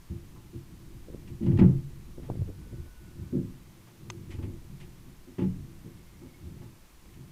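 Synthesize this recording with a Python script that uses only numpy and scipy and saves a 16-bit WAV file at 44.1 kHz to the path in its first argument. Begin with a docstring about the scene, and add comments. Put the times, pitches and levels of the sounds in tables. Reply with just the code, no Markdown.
"""A possum clambers over loose corrugated roofing at night and squeezes into a gap.
Its weight excites the bending modes of the sheets, which thud, boom, murmur and rumble. Friction of
claws and loose edges makes rasps, and fur and paws brush the metal. Damped impacts give small dry
knocks close by, one sharp tick and a distant clink. Two faint whistles sound far off, and the
electronics of a small camera add a steady hiss."""
import sys
import numpy as np
from scipy import signal
from scipy.fft import rfft, irfft, next_fast_len
from scipy.io import wavfile
from scipy.ndimage import uniform_filter1d

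SR = 44100
rng = np.random.default_rng(int(sys.argv[2]) if len(sys.argv) > 2 else 0)


def output_pcm(signal):
    """Save a mono or channel-first signal as 16-bit PCM at the path in sys.argv[1].

    Samples are clipped to [-1, 1] before scaling.
    """
    pcm = np.clip(np.atleast_2d(signal).T, -1, 1) * 32767
    wavfile.write(sys.argv[1], SR, np.round(pcm).astype(np.int16))


N = 322459

# Steps on the sheet. Each row: start in seconds, low boom in dB, upper ring in dB,
# frequency favoured by the landing spot in Hz, settling time of the paw in seconds.
STEPS = [(.096, -34, -47, 112, .018), (.19, -49, -61, 131, .05), (.338, -50.5, -55.5, 141, .02),
         (.53, -39, -46.5, 122, 0.018), (.9, -48, -54.5, 111.5, .09), (1.115, -47, -46.5, 135, .03),
         (1.28, -40, -52.5, 120, 0.033), (1.405, -27, -33.5, 220, .035), (1.458, -20, -30, 126, .04),
         (1.51, -21.5, -33.5, 103.5, .035), (1.584, -13, -20.5, 156, .054), (1.68, -28, -37, 138, .02),
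         (2.172, -42, -45.5, 117, 0.095), (2.291, -35, -49, 134, 0.014), (2.37, -28, -46.5, 93.3, .03),
         (2.71, -38, -48.5, 106, .03), (2.775, -40, -54, 84, .02), (3.154, -37.5, -50.5, 108, .06),
         (3.324, -28, -27, 168.7, .042), (4.122, -42.5, -49, 103.5, 0.018), (4.292, -34, -46, 98, .09),
         (4.386, -33.5, -38.5, 90, 0.091), (4.665, -41, -59, 140, .06), (5.061, -48.5, -54, 129, .025),
         (5.269, -65, -48, 123, .02), (5.381, -25, -29, 171, .07), (5.842, -46, -47, 176, .035),
         (6.211, -58, -47.5, 120, 0.037), (6.43, -40.5, -80, 88.5, 0.019), (7.16, -45.5, -54, 135, .06)]
# Dry knocks close by. Each row: start in seconds, peak level in dB, pitch in Hz.
DRY_KNOCKS = [(1.084, -38.5, 520), (1.1, -37, 455), (1.145, -31.5, 435), (2.181, -36, 520),
              (2.197, -36, 480), (2.3, -21.5, 766), (2.338, -40, 500), (2.354, -35, 560), (2.419, -36, 534),
              (2.489, -30.5, 360), (2.5, -36.5, 565), (2.669, -45, 495), (2.731, -37, 510),
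              (2.862, -47, 516), (7.058, -48, 950)]


def from_db(db):
    """Amplitude grows tenfold with every 20 dB."""
    return 10 ** (np.asarray(db) / 20)


def unit_rms(x):
    """Normalise the mean power to one."""
    return x / np.sqrt(np.mean(x ** 2) + 1e-20)


def unit_burst(x):
    """Normalise the power of the loudest 12 ms to one."""
    return x / np.sqrt(uniform_filter1d(x ** 2, size=530).max() + 1e-20)


def in_time(rows):
    """Interpolate linearly between timed rows, giving one curve a column."""
    times, *columns = np.transpose(rows)
    return [np.interp(np.arange(N) / SR, times, column) for column in columns]


def add(out, start, sound):
    """Superpose a sound from a start in seconds."""
    at = int(start * SR)
    out[at:at + len(sound)] += sound[:N - at]


def low_pass(x, order, top_hz):
    """Above its corner the filter falls by about 6 dB an octave for each order."""
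    return signal.sosfilt(signal.butter(order, top_hz, fs=SR, output="sos"), x)


def noise(colour, count):
    """White noise shaped to a spectrum of (Hz, dB) points, at unit rms."""
    hz, db = np.transpose(colour)
    size = next_fast_len(count)
    freqs = np.maximum(np.fft.rfftfreq(size, 1 / SR), 1)
    gain = from_db(np.interp(np.log(freqs), np.log(hz), db))
    gain *= np.minimum(freqs / hz[0], 1) * np.minimum(hz[-1] / freqs, 1) ** 2
    spectrum = rfft(rng.standard_normal(size)) * gain
    return unit_rms(irfft(spectrum, size)[:count])


def swell(t, peak_s):
    """A push rises to one at peak_s and relaxes exponentially."""
    return t / peak_s * np.exp(1 - t / peak_s)


def ring(force, hz, t60):
    """A driven mode is a damped oscillator that decays by 60 dB in t60 seconds."""
    r, w = np.exp(-np.log(1000) / (t60 * SR)), 2 * np.pi * hz / SR
    return signal.lfilter([np.sin(w), 0, -np.sin(w)], [1, -2 * r * np.cos(w), r * r], force + 1e-18)


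def struck(force, modes):
    """Modal superposition: one force drives every (Hz, dB, t60) mode and the responses add."""
    return sum(from_db(db) * unit_burst(ring(force, hz, t60)) for hz, db, t60 in modes)


def footfalls():
    """A paw delivers its momentum in three contacts: toes, sole and heel."""
    # Each row: delay as a share of the settling time, boom offset in dB, ring offset in dB.
    contacts = [(0, -6, -1.5), (0.501, -0.5, -1.5), (0.999, -1.5, -8.5)]
    return [(start + share * settle_s, boom_db + boom_offset, ring_db + ring_offset, spot_hz)
            for start, boom_db, ring_db, spot_hz, settle_s in STEPS
            for share, boom_offset, ring_offset in contacts]


def thuds(rise_s=0.0048, spread_s=0.036, tail_db=-14, split_hz=230, miss_db_per_octave=22.5, flex_db=-7):
    """Each paw excites bending modes; most energy soon spreads into the roof, and the rest rings on."""
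    # Bending modes of the sheet. Each row: frequency in Hz, level in dB, t60 in seconds.
    sheet_modes = [(77.9, 1.5, 0.26), (95.2, -4.5, 0.94), (114.9, -9.5, 0.29), (132.45, -2.5, 0.65),
                   (143, -2.5, 0.98), (163.2, -10.5, 0.36), (185.1, 0.5, 0.51), (225.3, -4, 0.31),
                   (250.3, -2, 0.69), (269.6, -6, 0.93), (292, -19.5, 0.22), (339.1, 1.5, 0.21),
                   (344.3, -1, 0.33), (366.3, -10, 0.16), (368.5, -10.5, 0.32), (441, -16.5, 0.36),
                   (477.6, -28, 0.23), (543, -22, 0.44), (588, -27.5, .35)]
    # The many weak modes of the roof around merge into noise. Each point: frequency in Hz, level in dB.
    low_flex = [(60, -13), (100, 4), (200, -11), (260, -21)]
    upper_flex = [(180, -30), (235, 0), (345, -2), (425, -22), (900, -48)]
    out, t = np.zeros(N), np.arange(SR) / SR
    hz, mode_db, t60 = np.transpose(sheet_modes)[:, :, None]
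    low = hz[:, 0] < split_hz
    attack = 1 - np.exp(-(t / rise_s) ** 2)
    tail = from_db(tail_db) * np.exp(-np.log(1000) * t / t60)
    envelope = attack * (np.exp(-t / spread_s) + tail)
    for start, boom_db, ring_db, spot_hz in footfalls():
        # Low modes far from the favoured frequency are hardly moved.
        missed_db = miss_db_per_octave * np.abs(np.log2(hz / spot_hz)) * low[:, None]
        gain = from_db(mode_db - missed_db + 0.5 * rng.standard_normal(hz.shape))
        modes = gain * envelope * np.sin(2 * np.pi * (hz * t + rng.random(hz.shape)))
        for band, colour, db in [(low, low_flex, boom_db), (~low, upper_flex, ring_db)]:
            sheet = unit_burst(modes[band].sum(axis=0))
            flex = unit_burst(noise(colour, len(t)) * envelope[band].mean(axis=0))
            add(out, start, from_db(db) * unit_burst(sheet + from_db(flex_db) * flex))
    return out


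def rasps(tail_db=-5, tail_t60=0.3, tail_top_hz=3200, modes_db=-5, top_hz=4300, clatter_db_per_octave=14):
    """Friction of claws and edges drives a scrape and a lower clatter; damping takes the treble first."""
    # Each row: start in seconds, level in dB, swell in seconds, clatter against scrape in dB.
    rubs = [(1.273, -58, .007, -17), (1.418, -60, .016, -6), (1.461, -49, 0.0059, 2.5),
            (1.512, -54, .0075, 5), (1.572, -49, 0.0032, -5), (1.586, -37.5, 0.0073, 2),
            (1.612, -41, 0.01, 18), (2.225, -59, .017, 3), (3.87, -60, .008, 8), (4.303, -52, 0.014, -8.5),
            (4.384, -57.5, 0.0065, 12), (4.421, -54, 0.013, 2), (4.797, -56, .015, -14),
            (5.381, -47, 0.01, 3.5), (5.406, -50.5, 0.013, 5), (6.216, -63, .006, 8),
            (6.612, -59, 0.012, 7), (7.135, -64.5, 0.0072, -13)]
    # Spectra of the scrape and the clatter. Each row: frequency in Hz, level in dB.
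    scrape_colour = [(900, -0.5), (1500, -7.5), (1900, 4), (2300, 2.5), (3100, 2), (4000, -8.5),
                     (6000, -10), (10000, -7.5), (15000, -35)]
    clatter_colour = [(350, -16), (550, -10.5), (880, -12.5), (1200, -15), (1600, -20.5), (2600, -20.5)]
    # Higher modes woken by rubbing. Each row: frequency in Hz, level in dB, t60 in seconds.
    clatter_modes = [(566, 10.5, 0.4), (670, -5, 0.41), (870, -15, 0.12), (857, 18.5, 0.19),
                     (1110, -5, 0.13), (1164, -17, 0.27), (1380, -17, .2), (1900, -10, 0.3), (2140, 0, .2),
                     (2860, -19, 0.22)]
    out, t = np.zeros(N), np.arange(SR // 2) / SR

    def friction(colour, stroke, tail):
        """Broadband noise during the stroke leaves a duller decay."""
        direct = stroke * noise(colour, len(t))
        decay = low_pass(tail * noise(colour, len(t)), 4, tail_top_hz)
        return unit_burst(direct + decay)

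    for start, db, swell_s, clatter_db in rubs:
        stroke = swell(t, swell_s)
        tail = from_db(tail_db) * (1 - np.exp(-t / swell_s)) * np.exp(-np.log(1000) * t / tail_t60)
        scrape = friction(scrape_colour, stroke, tail)
        rattle = friction(clatter_colour, stroke, tail)
        ringing = unit_burst(struck(stroke * rng.standard_normal(len(t)), clatter_modes))
        clatter = from_db(clatter_db) * unit_burst(rattle + from_db(modes_db) * ringing)
        corner_hz = top_hz * 2 ** (-clatter_db / clatter_db_per_octave)   # more clatter, duller rasp
        add(out, start, from_db(db) * unit_burst(low_pass(scrape + clatter, 2, corner_hz)))
    return out


def knocks(t60_cycles=0.97, body_hz=260, body_db=-3.5, rebound_s=0.017, rebound_db=-14):
    """Heavily damped impacts sound over a short hollow body tone; each rebounds, weaker and duller."""
    out, impulse = np.zeros(N), signal.unit_impulse(SR // 20)
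    rebounds = [(start + rebound_s, db + rebound_db, 0.72 * hz) for start, db, hz in DRY_KNOCKS]
    for start, db, hz in list(DRY_KNOCKS) + rebounds:
        contact = ring(impulse, hz, t60_cycles / hz)
        body = from_db(body_db) * ring(impulse, body_hz, t60=0.01)
        knock = low_pass(contact + body, 7, top_hz=1.1 * hz)
        add(out, start, from_db(db) * knock / np.abs(knock).max())
    return out


def brushes(lead_s=0.02, knock_swell_s=0.017, knock_offset_db=-22.5, step_offset_db=-23):
    """Soft contact carries little treble: fur and pads brush the metal at every knock and step."""
    # Spectrum of the brushing. Each row: frequency in Hz, level in dB.
    brush_colour = [(300, -20.5), (420, 4), (540, -3.5), (650, -16.5), (800, -21), (1100, -22.5)]
    out, t = np.zeros(N), np.arange(SR // 3) / SR
    strokes = [(start - lead_s, db + knock_offset_db, knock_swell_s) for start, db, _ in DRY_KNOCKS]
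    strokes += [(start, ring_db + step_offset_db, 0.36 * settle_s)
                for start, _, ring_db, _, settle_s in STEPS]
    for start, db, swell_s in strokes:
        add(out, start, from_db(db) * unit_burst(swell(t, swell_s) * noise(brush_colour, len(t))))
    return out


def tap(modes, start, peak_db, contact_s, top_hz):
    """A hard contact chatters for an instant, then the modes decay freely."""
    out, t = np.zeros(N), np.arange(SR // 4) / SR
    force = rng.standard_normal(len(t)) * swell(t, contact_s)
    sound = low_pass(struck(force, modes), 10, top_hz)
    add(out, start, from_db(peak_db) * sound / np.abs(sound).max())
    return out


def tick():
    """A very brief contact excites a wide band of fast-dying modes: one sharp tick."""
    # Each row: frequency in Hz, level in dB, t60 in seconds.
    tick_modes = [(215, -13, .04), (560, -12, .012), (880, -9, .014), (1005, -6, .018), (1190, -6, .02),
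                  (1480, -8, .014), (2200, -3, .011), (2400, -6, .011), (2900, -10, .005), (3290, -8, .008),
                  (4200, -9, .007), (5300, -12, .004), (6277, -2, .008), (8000, -15, .005)]
    return tap(tick_modes, start=4.1002, peak_db=-25.5, contact_s=0.0014, top_hz=7800)


def clink():
    """A few lightly damped modes ring after a contact: one light, distant clink."""
    # Each row: frequency in Hz, level in dB, t60 in seconds.
    clink_modes = [(870, -3, 0.78), (1020, 6, 0.15), (1130, 6, 0.12), (1190, -9, .14)]
    return tap(clink_modes, start=0.356, peak_db=-50, contact_s=0.0032, top_hz=1600)


def shuffle(uneven_db=3):
    """Shifting weight forces the sheet irregularly and keeps it murmuring between steps."""
    # Course of the murmur. Each row: time in seconds, level in dB.
    murmur_levels = [(0, -57), (.28, -51), (.45, -54), (.85, -54.5), (1.3, -47.5), (1.7, -44.5),
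                     (2.07, -55.5), (2.4, -49.5), (3.05, -53), (3.45, -44.5), (3.7, -56.5), (4.05, -51.5),
                     (4.5, -46.5), (5.3, -57), (5.6, -47.5), (6.05, -56), (6.55, -46.5), (6.9, -62.5),
                     (7.31, -53.5)]
    # Its spectrum. Each row: frequency in Hz, level in dB.
    murmur_colour = [(45, -34.5), (70, -1), (100, 2.5), (140, 1.5), (190, -0.5), (260, -10.5), (345, -4.5),
                     (420, -19), (700, -37)]
    uneven = from_db(uneven_db * noise([(2, 21.5), (14, -5.5), (30, -29)], N))
    return from_db(in_time(murmur_levels)[0]) * uneven * noise(murmur_colour, N)


def rumble(sway_db=-31, sway_per_boom_db=0.64, sway_rise_s=0.11):
    """Incoherent vibrations add in power: each step lays a swell of sway over the roof's slow rumble."""
    # Course of the underlying rumble. Each row: time in seconds, level in dB.
    rumble_levels = [(0, -53.5), (.7, -57), (1.0, -45), (2.0, -49), (2.3, -42), (3.0, -51.5), (3.9, -63),
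                     (4.5, -48.5), (5.2, -54), (6.9, -56.5), (7.31, -54)]
    # Its spectrum. Each row: frequency in Hz, level in dB.
    rumble_colour = [(10, 6.5), (20, 6), (32, -3), (50, 4), (70, -1.5), (120, -40)]
    power, t = from_db(in_time(rumble_levels)[0]) ** 2, np.arange(SR) / SR
    for start, boom_db, *_ in STEPS:
        sway = from_db(sway_db + sway_per_boom_db * boom_db) * swell(t, sway_rise_s)
        add(power, start, sway ** 2)
    return np.sqrt(power) * noise(rumble_colour, N)


def whistles():
    """Random frequency and amplitude modulation makes two thin, far-off tones waver."""
    # One path a whistle. Each row: time in seconds, pitch in Hz, level in dB.
    paths = [
        [(2.45, 1500, -76), (2.55, 1494, -73), (3.0, 1480, -66.5), (3.15, 1470, -75), (3.33, 1510, -70)],
        [(5.9, 2177, -77), (6.15, 2147, -73), (6.35, 2210, -69.5), (6.5, 2140, -90)],
    ]
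    # Unsteadiness of each whistle. Each row: pitch waver in Hz, flutter in dB.
    wavers = [(4, 2), (45, 4.5)]
    out, t = np.zeros(N), np.arange(N) / SR
    waver_colour = [(5, 0), (40, -3), (90, -20)]
    for path, (waver_hz, flutter_db) in zip(paths, wavers):
        hz, db = in_time(path)
        hz = hz + waver_hz * noise(waver_colour, N)
        gain = from_db(db + flutter_db * noise(waver_colour, N))
        sounding = (t > path[0][0]) * (t < path[-1][0])
        out += sounding * gain * np.sin(2 * np.pi * np.cumsum(hz) / SR)
    return out


def electronics(hiss_db=-61, tone_hz=10001, tone_db=-87):
    """The camera's self-noise is a broadband hiss with narrowband whines and a thin steady tone."""
    # Spectrum of the hiss. Each row: frequency in Hz, level in dB.
    hiss_colour = [(260, 3.5), (450, -0.5), (514, -1), (570, -2.5), (734, -3.5), (1020, -1.5), (1470, -5.5),
                   (2190, -5.5), (3320, -8.5), (13600, -13), (15500, -17)]
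    # Whines. Each row: centre in Hz, bandwidth in Hz, level in dB.
    whines = [(6060, 220, -86), (13800, 250, -79.5)]
    out = from_db(tone_db) * np.sqrt(2) * np.sin(2 * np.pi * tone_hz * np.arange(N) / SR)
    for hz, width_hz, db in whines:
        t60 = np.log(1000) / (np.pi * width_hz)
        out += from_db(db) * unit_rms(ring(rng.standard_normal(N), hz, t60))
    return out + from_db(hiss_db) * noise(hiss_colour, N)


def scene():
    """All sources superpose in one channel."""
    possum = thuds() + rasps() + knocks() + brushes() + tick() + clink() + shuffle() + rumble()
    return (possum + whistles() + electronics())[None]


def record(dry):
    """A steep elliptic low-pass limits the bandwidth to 15.5 kHz."""
    return signal.sosfilt(signal.ellip(10, 0.2, 80, 15500, fs=SR, output="sos"), dry)


dry = scene()
out = record(dry)
output_pcm(out)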